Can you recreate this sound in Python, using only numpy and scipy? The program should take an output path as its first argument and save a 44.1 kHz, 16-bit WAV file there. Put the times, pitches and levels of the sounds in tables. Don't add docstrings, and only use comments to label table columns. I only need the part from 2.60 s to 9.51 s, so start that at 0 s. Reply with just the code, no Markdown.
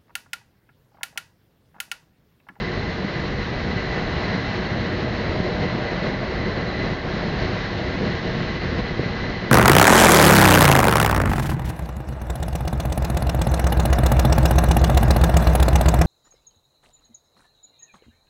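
import sys
import numpy as np
from scipy import signal
from scipy.fft import rfft, irfft, next_fast_len
from scipy.io import wavfile
from scipy.ndimage import uniform_filter1d, map_coordinates

SR = 44100
rng = np.random.default_rng(int(sys.argv[2]) if len(sys.argv) > 2 else 0)


def digitize_waveform(pressure):
    field = np.atleast_2d(pressure).T
    bounded = np.clip(field, -1, 1)
    quanta = np.round(bounded * 32767).astype(np.int16)
    wavfile.write(sys.argv[1], SR, quanta)


N = 304731


def amp(db):
    return 10 ** (np.asarray(db) / 20)


def unit(x):
    return x / np.sqrt(np.mean(x ** 2) + 1e-20)


def curves(rows):
    times, *columns = np.transpose(rows)
    return [np.interp(np.arange(N) / SR, times, column) for column in columns]


def wobble(rate):
    return map_coordinates(rng.standard_normal(int(N * rate / SR) + 4), [np.arange(N) * rate / SR])


def filtered(x, response):
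    size = next_fast_len(N + SR // 2)
    return irfft(rfft(x, size) * response(np.fft.rfftfreq(size, 1 / SR)), size)[:N]


def eq(points):
    freq_hz, level_db = np.transpose(points)
    return lambda hz: amp(np.interp(np.log(hz + 1), np.log(freq_hz), level_db))


def resonances(modes, colour):
    def response(hz):
        power = sum(np.abs(amp(db) * hz * width / (pitch ** 2 - hz ** 2 + 1j * hz * width)) ** 2
                    for pitch, width, db in modes)
        return np.sqrt(power) * colour(hz)
    return response


def turbulence(response, patchy_db):
    spectrum = signal.stft(rng.standard_normal(N), nperseg=512)[2]
    patches = uniform_filter1d(rng.standard_normal(spectrum.shape), size=7, axis=0)
    patches = uniform_filter1d(patches, size=16, axis=1)
    noise = signal.istft(spectrum * amp(patchy_db * unit(patches)), nperseg=512)[1][:N]
    return unit(filtered(noise, response))


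# time_s, rumble_db, roar_db, hum_db
CABIN_RIDES = [(0, -1, 0.1, -19), (1.2, -0.5, -0.5, -18.5), (1.7, -0.9, 0, -14), (2.2, 0.2, -0.1, -9.5),
               (2.8, -0.3, 0.8, -4.5), (3.4, -1.6, 0.7, -5), (4.0, 0, 1.1, -10.5), (5.2, 1.1, -0.4, -8),
               (6.3, 0.4, 0.8, -16), (6.91, 0.5, -1.1, -16)]
# freq_hz, level_db
SUB_EQ = [(10, -39), (20, -14), (33, -1.5), (55, 1), (82, 0), (110, -9), (200, -36.5), (600, -72)]
# freq_hz, level_db
RUMBLE_EQ = [(50, -23.5), (92, -1.5), (120, -0.5), (150, -0.5), (176, 1.5), (212, -1), (245, -6.5),
             (320, -12), (600, -27), (1500, -68)]


def shell_rumble(flow_db, buffet):
    ride_db, _, _ = curves(CABIN_RIDES)
    sub_db = -33.5 + ride_db + 0.37 * flow_db + 1.6 * wobble(9)
    sub = amp(sub_db) * turbulence(eq(SUB_EQ), patchy_db=0)
    body_db = -28.5 + ride_db + 0.85 * flow_db + 0.4 * buffet + 0.5 * wobble(14)
    return sub + amp(body_db) * turbulence(eq(RUMBLE_EQ), patchy_db=0.12)


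# pitch_hz, width_hz, level_db
COCKPIT_MODES = [(283, 78, -4), (364.3, 37, 2), (471, 48, -0.5), (607, 80, -6.5), (724, 41, -9),
                 (805, 80, -10.5)]


def cockpit_roar(flow_db, buffet):
    _, ride_db, hum_db = curves(CABIN_RIDES)
    wall = eq([(120, -10.5), (280, 0), (800, 1.5), (1300, -10.5), (4000, -42)])
    roar = turbulence(resonances(COCKPIT_MODES, wall), patchy_db=1.04)
    hum = amp(hum_db) * turbulence(resonances([(614, 50, 0)], wall), patchy_db=0.2)
    return amp(-31.6 + ride_db + 0.85 * flow_db + 0.6 * buffet) * (roar + hum)


# time_s, hiss_db, whistle_db
LEAK_RIDES = [(0, 0, -1), (1.3, .1, 0.5), (1.6, 0.2, 0), (2.3, 0, 0.5), (2.8, -0.5, -1.5), (3.7, -1, 0),
              (4.2, -0.8, 1.5), (4.5, -1, -4.5), (4.8, .5, -3), (5.9, 1, -0.2), (6.91, -0.2, 0.7)]
# freq_hz, level_db
RUSH_EQ = [(500, -11), (780, -5), (880, -6), (950, 0), (1010, -2), (1075, 0.5), (1190, -3.5), (1420, -3),
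           (1610, 0.5), (1690, -2), (1790, 1), (1880, -1.5), (2130, -3.5), (2450, -16.5), (4000, -56.5)]
# freq_hz, level_db
HISS_EQ = [(1500, -29.5), (2250, 0), (2400, -1.5), (2580, 0.3), (2950, -.3), (3500, -4), (3850, -1.5),
           (4320, -0.9), (4650, -7.5), (5300, -10.7), (5750, -16), (6300, -18.7), (7050, -27), (7550, -44)]
# pitch_hz, width_hz, level_db
WHISTLE_MODES = [(2001, 54, 0), (4070, 130, -11.8)]


def canopy_leak(flow_db, buffet):
    hiss_db, whistle_db = curves(LEAK_RIDES)
    jet_db = flow_db + 0.38 * buffet + 0.45 * wobble(12)
    rush = amp(-34 + jet_db) * turbulence(eq(RUSH_EQ), patchy_db=0.13)
    hiss = amp(-39 + 0.9 * jet_db + hiss_db) * turbulence(eq(HISS_EQ), patchy_db=0.45)
    gap = eq([(1000, -22.5), (1900, 3), (2100, 1), (2500, -5), (3500, -12.5),
              (4000, 5), (4200, -2), (5000, -6.5), (7500, -32.5)])
    tones = turbulence(resonances(WHISTLE_MODES, gap), patchy_db=0.5)
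    whistle = amp(-39 + 0.93 * jet_db + whistle_db + 0.6 * wobble(14)) * tones
    return rush + hiss + whistle


# start_s, level_db, pitch_hz
JOLTS = [(0.445, -16, 189), (1.158, -23, 100), (2.14, -18, 145), (2.800, -11, 190), (3.055, -12, 200),
         (4.281, -18, 131), (5.465, -12, 163), (6.053, -15.5, 161), (6.184, -19, 130), (6.393, -13, 125),
         (6.394, -10, 354), (6.41, -18, 165), (6.459, -13.5, 160), (6.695, -19, 262)]


def airframe_thumps(rise_cycles=0.56):
    out = np.zeros(N + SR)
    t = np.arange(SR // 10) / SR
    for start_s, level_db, pitch_hz in JOLTS:
        age = t * pitch_hz / rise_cycles
        envelope = amp(level_db) * (age * np.exp(1 - age)) ** 2
        out[round(start_s * SR):][:len(t)] += envelope * np.sin(2 * np.pi * pitch_hz * t)
    return out[:N]


# firing_multiple, level_db
EXHAUST_HARMONICS = [(1, 1), (2, -6), (3, -8), (4, -6.5), (5, -13.5), (6, -12)]


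def tow_plane(firing_hz=121.5, level_db=-44, waver=0.016, fading_db=3):
    phase = 2 * np.pi * np.cumsum(firing_hz * (1 + waver * wobble(12))) / SR
    drone = sum(amp(db + fading_db * wobble(7)) * np.sin(multiple * phase + rng.uniform(0, 2 * np.pi))
                for multiple, db in EXHAUST_HARMONICS)
    return amp(level_db) * unit(drone)


# time_s, level_db
WIND_DRIFT = [(0, -0.8), (.85, -0.3), (1.3, 0.74), (1.68, 2), (1.85, 0.23), (2.8, 1), (4.1, -0.2),
              (4.8, 1.3), (5.2, -0.5), (5.8, 0.1), (6.3, -.6), (6.91, -1.1)]
# centre_s, length_s, canopy_db, shell_db
WIND_SWELLS = [(0.844, 0.084, 1, -4), (1.166, 0.12, 0, 1.5), (1.743, .06, 2.3, 2.5), (1.967, .08, 3, 3),
               (2.167, 0.1, -0.5, 4), (2.48, 0.14, -2.7, 0), (3.026, .09, 2.5, 3.5), (3.47, .14, 2.7, 2.5),
               (4.254, 0.16, 2.5, 2), (4.41, .22, -2, -3), (4.682, 0.4, 0.4, 0.5), (5.054, 0.28, 0.5, -2.5),
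               (5.447, 0.13, 1.8, 3.5), (5.67, 0.11, .4, 4), (5.993, 0.065, -3.5, -5.5),
               (6.196, 0.043, 2.5, 6.5), (6.246, 0.11, -2.5, -4), (6.362, 0.17, -2, -4),
               (6.70, 0.065, 1.5, 3), (6.78, 0.059, -0.5, -1.5)]


def airflow():
    flow_db, = curves(WIND_DRIFT)
    t = np.arange(N) / SR
    for centre_s, length_s, *peaks_db in WIND_SWELLS:
        swell = np.cos(np.pi * np.clip((t - centre_s) / length_s, -0.5, 0.5)) ** 2
        flow_db = flow_db + np.outer(peaks_db, swell)
    return flow_db


def scene():
    canopy_db, shell_db = airflow()
    buffet = wobble(35)
    wind = shell_rumble(shell_db, buffet) + cockpit_roar(shell_db, buffet)
    wind += canopy_leak(canopy_db, buffet)
    return (wind + tow_plane() + airframe_thumps())[None]


def record(dry, top_hz=7650):
    return np.array([filtered(channel, lambda hz: hz < top_hz) for channel in dry])


dry = scene()
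out = record(dry)
digitize_waveform(out)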